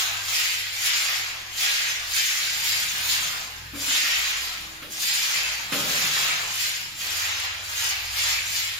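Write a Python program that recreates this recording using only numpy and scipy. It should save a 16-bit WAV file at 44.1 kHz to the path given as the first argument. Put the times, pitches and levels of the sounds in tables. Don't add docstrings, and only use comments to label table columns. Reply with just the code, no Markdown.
import sys
import numpy as np
from scipy import signal
from scipy.fft import rfft, irfft, next_fast_len
from scipy.io import wavfile
from scipy.ndimage import uniform_filter1d, map_coordinates

SR = 44100
rng = np.random.default_rng(int(sys.argv[2]) if len(sys.argv) > 2 else 0)


def generate_wav(signal):
    frames = np.transpose(np.atleast_2d(signal))
    scaled = np.clip(frames, -1, 1) * 32767
    pcm = np.round(scaled).astype(np.int16)
    wavfile.write(sys.argv[1], SR, pcm)


N = 387638

# (bite [s], rise before the bite [s], drag after it [s], extra push in the drag [dB/s],
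# low rasp of the pressed bundle [dB], scrub [dB], wet spray on top [dB])
STROKES = [(0.0, .1, 0, 0, -38.5, -25, -36), (.338, 0.23, 0.15, 3, -51, -24, -34),
           (.82, 0.16, 0.31, 1, -46, -23.5, -33.5), (1.603, 0.12, 0.25, -2.5, -45.5, -22.5, -34.5),
           (2.15, 0.14, 0.45, -4.5, -50, -23, -32), (2.69, 0.16, 0.27, -7, -48.5, -25.5, -33.5),
           (3.095, 0.24, 0.12, -1, -42.5, -25.5, -34), (3.791, 0.062, 0.069, 3, -47, -32, -38),
           (3.9, 0.12, 0.36, -1, -46.5, -22, -34), (4.431, 0.45, 0.0043, 7, -45, -34, -40.5),
           (4.915, 0.031, 0, 12, -51.5, -35, -41), (5.035, 0.1, 0.41, 1, -48, -24, -32.5),
           (5.738, 0.064, 0, 1, -37.5, -27, -36.5), (5.9, 0.15, 0.25, 9, -45.5, -25, -35),
           (6.2, 0.29, 0.11, -2, -42.5, -25.5, -39), (6.62, 0.29, 0, 11, -52, -26, -34.5),
           (7.015, 0.09, 0.2, 9, -49, -30.5, -39), (7.23, 0.33, 0.18, -10, -43.5, -26.5, -41.5),
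           (7.775, .2, 0.085, 8, -44, -25.5, -36), (8.178, 0.14, 0.11, 14, -46.5, -24.5, -34.5),
           (8.552, 0.25, 0.016, 3, -49, -25.5, -36)]
# (time [s], change of the stroke [dB])
DIGS = [(.35, 2), (.4, 2.5), (.86, 2.5), (1.0, -1), (1.15, 0), (1.63, 2.5), (1.75, 0.5), (1.9, 2),
        (2.16, 2), (2.22, -1), (2.65, 3), (2.7, 1), (2.765, 2.5), (2.95, -1), (3.115, 2), (3.155, 0.5),
        (3.2, -4), (3.9, 0.5), (3.979, 1.5), (4.1, 1), (4.27, 2.5), (5.04, -0.5), (5.15, 1.5), (5.28, 0),
        (5.37, 2.5), (5.8, 1), (6.1, -2.5), (6.23, .8), (6.635, 2), (6.67, 2.5), (7.25, 2), (7.45, 3.5),
        (7.84, 3), (8.33, 0.5)]
# (frequency [Hz], relative level [dB])
BRISTLE_COLOUR = [(88, -55), (150, -22), (200, -32), (274, -26.5), (345, -24.5), (779, -10.5), (1010, -9),
                  (1270, -5.5), (1380, -6), (2320, -2), (4920, -6), (5990, -9.5), (7400, -6), (9620, -19),
                  (16300, -120)]
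# (frequency [Hz], relative level [dB])
TRICKLE_COLOUR = [(150, -42), (330, -11.5), (500, -9.5), (1200, -31), (1700, -2), (2400, -2), (4900, -8),
                  (7400, -38)]
# (frequency [Hz], time to fall by 60 dB [s])
WALL_RING = [(150, 1), (600, 0.37), (2500, 0.62), (7000, 0.12), (15000, 0.014)]
# (frequency [Hz], likeness [-1 to 1])
ECHO_LIKENESS = [(60, 1), (130, 1), (290, 0.5), (640, 0.33), (1400, -0.28), (3000, 0.0039), (15000, 0.13)]
# (frequency [Hz], level [dB])
DIRECT = [(500, -7.5), (3000, -13), (7000, -8.5), (15000, -4.5)]
# (frequency [Hz], relative level [dB])
DEEP_COLOUR = [(10, 0), (22, 8), (32, -6), (45, -20), (75, -23), (120, -18), (200, -34)]
# (frequency [Hz], relative level [dB])
RUMBLE_COLOUR = [(100, -28), (126, -9), (135, 6), (141, -6), (147, 6), (156, -4.5), (167, 3), (180, -4),
                 (220, -6.5), (300, -9), (420, -24)]
# (time [s], level [dB])
RUMBLE_LEVEL = [(0.0, -61), (0.7, -65), (1.3, -60.5), (2.3, -62), (3.1, -51.5), (3.8, -56), (4.05, -66),
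                (4.6, -54), (5.4, -60.5), (6.0, -44.5), (6.65, -59), (7.07, -53), (7.3, -74), (7.76, -56),
                (8.15, -73), (8.5, -55), (8.79, -70)]
# (time [s], level [dB])
LOW_NOTE = [(0.0, -76), (0.07, -60), (0.44, -70), (0.46, -61), (1.52, -61), (1.81, -71), (1.86, -56),
            (1.93, -73), (2.01, -55), (2.3, -70), (2.37, -62), (3.03, -57), (3.13, -52), (3.31, -61),
            (3.77, -48), (4.02, -68), (4.21, -52), (4.65, -55), (5.31, -72), (5.39, -55), (5.75, -60),
            (5.92, -50), (6.14, -64), (6.73, -67), (8.25, -51.5), (8.79, -62)]
MID_NOTE = [(0.0, -66), (0.68, -63), (1.96, -79), (2.13, -53), (2.32, -74), (2.689, -59), (4.43, -71),
            (4.73, -64), (5.53, -69), (5.68, -67), (6.98, -64), (7.1, -51), (7.3, -53), (7.51, -54.5),
            (8.79, -62)]
TOP_NOTE = [(0.0, -59), (0.12, -50), (0.51, -61), (0.66, -52.5), (1.1, -67), (1.17, -58), (1.52, -54.5),
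            (1.69, -69), (1.91, -55), (2.32, -66), (2.5, -57), (3.26, -55), (3.42, -66), (3.62, -52),
            (3.82, -55), (4.16, -84), (4.26, -63), (4.85, -62), (5.29, -82), (5.39, -68), (5.7, -56),
            (5.8, -69), (5.88, -60), (6.44, -53), (7.07, -63), (7.22, -53.5), (8.69, -53), (8.79, -56)]
# (start [s], end [s], frequency [Hz], level [dB])
TONES = [(4.55, 5.07, 319, -53.5), (3.36, 3.7, 855, -57)]
# (time [s], blow [dB], softness: loss per octave away from the main mode [dB],
# dull thud compared with the ring [dB])
KNOCKS = [(3.738, -27, 11, -22), (3.755, -29, 17, -21), (3.812, -40, -2, -16), (3.882, -31.5, 14, -29),
          (4.035, -40, 12, -29), (4.824, -37, 7, -10), (5.724, -17, 1, -17), (5.797, -27, 0, -18),
          (5.839, -29, 4, -18), (5.89, -28, 4, -17)]
# (frequency [Hz], level [dB], time to fall by 60 dB [s])
KNOCK_MODES = [(136.7, -4, 0.69), (148, -10, 1.0), (166, -9, 1.4), (203, -0.5, 1.1), (240, 5, 0.18),
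               (264, 9, 0.17), (280.7, 10, 0.32), (309, -4.5, 0.97), (350, -15, 0.28), (409, -11, 0.4),
               (458, -9, 0.6), (526, 2.5, 0.6), (574, -4, 0.85), (786, -2, 0.62)]
# (frequency [Hz], difference [dB])
BALANCE = [(60, 1), (130, 0), (280, 2.5), (700, 0.4), (3000, 0.56)]
# (frequency [Hz], level [dB])
OVERALL_COLOUR = [(7400, 2), (7650, -0.5), (7950, -16.5), (8350, -4), (9500, 6.5), (11000, 5), (13000, 6.5),
                  (15000, 6), (15300, 4), (15800, -8)]

SNAPS_PER_S, SNAP_SPREAD_DB = 1800, 3.0
FLICKS_PER_S, FLICK_SHARE = 220, .3
BRIGHT_PER_DB = 0.25
PATCH_DB, PATCH_HZ, PATCH_S = 1.8, 800, .009
RISE_DB, DIG_S = 20, 0.016
LAG_S = -0.021, .001, -0.0013
DRAG_DB_PER_S = 14.5, -5.5, -15
LIFT_DB_PER_S = -26.5, -44.5, -51
REST_DB = -58, -54, -63
UNEVEN_DB = .5, 0.3, .7
TRICKLE_DB, BUBBLES_DB = -46.5, -50.5
BUBBLES_PER_S, BUBBLE_SPREAD_DB = 60, 1.5
LEAD_IN_DB = 3
DEEP_DB = -62
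HUM_HZ = 60, 84, 101.2
HUM_WAVER = .022, .015, .008
EDGE_HZ = 15880


def amp(db):
    return 10 ** (np.asarray(db) / 20)


def evened(x):
    return x / np.sqrt(np.mean(x ** 2) + 1e-20)


def read(points, hz):
    f, value = np.transpose(points)
    return np.interp(np.log(hz + 1), np.log(f + 1), value)


def coloured(x, points):
    length = x.shape[-1]
    size = next_fast_len(length)
    gain = amp(read(points, np.fft.rfftfreq(size, 1 / SR)))
    return irfft(rfft(x, size) * gain, size)[..., :length]


def wander(seconds):
    knots = rng.standard_normal(int(N / SR / seconds) + 3)
    return evened(map_coordinates(knots, [np.arange(N) / SR / seconds], order=1))


def snaps(per_s, spread_db):
    size_db = spread_db * np.minimum(rng.exponential(1, N), 5)
    size = amp(size_db) * rng.choice([-1., 1.], N)
    return size * (rng.random(N) < per_s / SR)


def by_stiffness(per_s, spread_db, count=5):
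    size = next_fast_len(N)
    flicks = FLICK_SHARE * evened(snaps(FLICKS_PER_S, spread_db))
    log_hz = np.log(np.fft.rfftfreq(size, 1 / SR) + 1)
    place = np.interp(log_hz, np.log([1000, 12000]), [0, count - 1])
    total = 0
    for k in range(count):
        clicks = evened(snaps(per_s * 1.8 ** k, spread_db) * amp(0.46 * wander(.006)))
        clicks = clicks + flicks * k / count
        pitch_range = np.cos(np.pi / 2 * np.clip(place - k, -1, 1))
        total = total + rfft(clicks, size) * pitch_range
    return irfft(total, size)[:N]


def stroke_levels(t):
    bite, rise, drag, push_db, *peaks_db = np.transpose(STROKES)[..., None]
    digs_db = sum(db * np.exp(-((t - s) / DIG_S) ** 2) for s, db in DIGS)
    levels_db = []
    for peak_db, lag, drag_db, lift_db, rest_db in zip(
            peaks_db, LAG_S, DRAG_DB_PER_S, LIFT_DB_PER_S, REST_DB):
        since_bite = t - bite - lag
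        rising = RISE_DB * np.minimum(since_bite, 0) / np.maximum(rise, .01)
        dragging = (drag_db + push_db) * np.clip(since_bite, 0, abs(drag))
        lifting = lift_db * np.maximum(since_bite - abs(drag), 0)
        strokes = amp(peak_db + rising + dragging + lifting)
        power = (strokes ** 2).sum(0) + amp(rest_db) ** 2
        levels_db.append(10 * np.log10(power) + digs_db)
    return levels_db


def broom():
    clumps = by_stiffness(SNAPS_PER_S, SNAP_SPREAD_DB) * amp(0.92 * wander(.004))
    x = coloured(clumps, BRISTLE_COLOUR[1:-1])
    hz, t, z = signal.stft(x, SR, nperseg=256)
    smooth_db = stroke_levels(t)
    bright_db = BRIGHT_PER_DB * (smooth_db[2] - smooth_db[1])
    levels_db = [db + np.interp(t * SR, np.arange(N), lump_db * wander(.035))
                 for db, lump_db in zip(smooth_db, UNEVEN_DB)]
    low = read([(1100, 1.0), (1900, 0.054)], hz)
    high = read([(6500, 0.27), (8500, 0.99)], hz)
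    shares = low, 1 - low - high, high
    bands_hz = (700, 1192), (1500, 3060), (8400, 15340)
    power = (abs(z) ** 2).mean(1) * 256 / 96
    gain_db = 0
    for share, (lo_hz, hi_hz), db in zip(shares, bands_hz, levels_db):
        band_db = 10 * np.log10(power[(hz > lo_hz) & (hz < hi_hz)].sum())
        gain_db = gain_db + share[:, None] * (db - band_db)
    tilt = read([(1200, -0.87), (1800, -2.1), (3600, 0.14), (6000, 0.98), (8500, 0.39)], hz)
    gain_db += tilt[:, None] * (bright_db - np.median(bright_db))
    knots = rng.standard_normal((int(t[-1] / PATCH_S) + 3, int(hz[-1] / PATCH_HZ) + 3))
    grid = np.meshgrid(t / PATCH_S, hz / PATCH_HZ)
    gain_db += PATCH_DB * evened(map_coordinates(knots, grid, order=1))
    return signal.istft(z * amp(gain_db), SR, nperseg=256)[1][:N]


def hose():
    patter = evened(coloured(snaps(4000, 2.7) * amp(1.4 * wander(0.029)), TRICKLE_COLOUR))
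    births = snaps(BUBBLES_PER_S, BUBBLE_SPREAD_DB)
    kind = rng.integers(0, 8, N)
    bubbles = np.zeros(N)
    t = np.arange(1500) / SR
    for k, hz in enumerate(np.geomspace(1300, 4500, num=8)):
        cycles = hz * t
        swell_and_fade = np.exp(-cycles / 9) * (1 - np.exp(-cycles))
        ring = np.sin(2 * np.pi * cycles * (1 + 0.0059 * cycles)) * swell_and_fade
        bubbles += signal.oaconvolve(births * (kind == k), ring)[:N]
    return amp(TRICKLE_DB) * patter + amp(BUBBLES_DB) * evened(bubbles)


def bathroom(x):
    hop, lead, frames, patterns, size = 2048, 8192, 190, 64, 32768
    hz, t = np.fft.rfftfreq(256, 1 / SR), np.arange(frames) * 128 / SR
    decay = amp(-60 * t / read(WALL_RING, hz)[:, None])
    decay /= np.linalg.norm(decay, axis=1, keepdims=True)
    a, b = rng.standard_normal((2, patterns, 2, 129, frames))
    tails = rfft(signal.istft((a + 1j * b) * decay, SR, nperseg=256)[1], size)
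    padded = np.pad(x, (lead, 2 * hop), "reflect")
    lead_in = padded[:lead]
    lead_level = amp(LEAD_IN_DB) * x[:hop].std()
    padded[:lead] = lead_level * lead_in / np.sqrt(uniform_filter1d(lead_in ** 2, hop))
    fade = np.sqrt(np.hanning(2 * hop))
    wet = np.zeros((2, N + size + 2 * hop + lead))
    for at in range(0, N + lead, hop):
        stretch = rfft(padded[at:at + 2 * hop] * fade, size)
        wet[:, at:at + size] += irfft(stretch * tails[at // hop % patterns], size)
    size = next_fast_len(N)
    f = np.fft.rfftfreq(size, 1 / SR)
    left, other = rfft(evened(wet[:, lead:lead + N]) * x.std(), size)
    same = np.clip(read(ECHO_LIKENESS, f), -1, 1)
    right = same * left + np.sqrt(1 - same ** 2) * other
    near = amp(read(DIRECT, f))
    both = np.array([left, right]) + near * rfft(x, size)
    return irfft(both / np.sqrt(1 + near ** 2), size)[:, :N]


def hum():
    t = np.arange(N) / SR
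    noise = rng.standard_normal((3, N))
    out = amp(DEEP_DB) * evened(coloured(noise[2] + 0.25 * noise[:2], DEEP_COLOUR))
    rumble = evened(coloured(noise[2] + 0.16 * noise[:2], RUMBLE_COLOUR))
    out += amp(np.interp(t, *np.transpose(RUMBLE_LEVEL))) * rumble
    for hz, waver, level in zip(HUM_HZ, HUM_WAVER, (LOW_NOTE, MID_NOTE, TOP_NOTE)):
        turns = np.cumsum(hz * (1 + waver * wander(.06))) / SR
        level_db = np.interp(t, *np.transpose(level)) + 1.84 * wander(0.076)
        out += np.sqrt(2) * amp(level_db) * np.sin(2 * np.pi * turns)
    return out


def tones():
    t = np.arange(N) / SR
    out = 0
    for start, end, hz, db in TONES:
        swell = np.sin(np.pi * np.clip((t - start) / (end - start), 0, 1)) ** .5
        out = out + amp(db) * swell * np.sin(2 * np.pi * hz * t)
    return out


def knocks():
    thud_colour = [(100, -37), (130, 0.0), (300, -5.5), (600, -0.5), (720, -15), (1000, -25)]
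    crack_colour = [(700, -32), (1200, 3), (3000, 1), (8000, -24)]
    out, t = np.zeros((2, N)), np.arange(SR) / SR
    for s, db, soft_db, thud_db in KNOCKS:
        ring = 0
        for hz, mode_db, t60 in KNOCK_MODES:
            fading = amp(mode_db - soft_db * abs(np.log2(hz / 280)) - 60 * t / t60)
            ring = ring + fading * np.sin(2 * np.pi * (hz * t + rng.uniform(0, 0.25, (2, 1))))
        noise = rng.standard_normal((3, SR))
        noise = noise[:2] + 1.1 * noise[2]
        thud = amp(thud_db - 60 * t / 1.22) * evened(coloured(noise, thud_colour))
        crack = amp(thud_db + 11.5 - 60 * t / 0.2) * evened(coloured(noise, crack_colour))
        onset = 1 - np.exp(-t / 0.0037)
        blow = amp(db) * (ring / abs(ring).max() + thud + crack) * onset
        at = round((s - .004) * SR)
        part = out[:, at:at + SR]
        part += blow[:, :part.shape[1]]
    return out


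def scene():
    return bathroom(broom() + hose()) + knocks() + hum() + tones()


def record(dry):
    channels = []
    for channel, side in zip(dry, (1, -1)):
        balance = [(hz, side * db / 2) for hz, db in BALANCE]
        channels.append(coloured(channel, balance + OVERALL_COLOUR))
    band_limit = signal.firwin(4095, EDGE_HZ, window=("kaiser", 9), fs=SR)
    return signal.oaconvolve(np.array(channels), band_limit[None], "same")


dry = scene()
out = record(dry)
generate_wav(out)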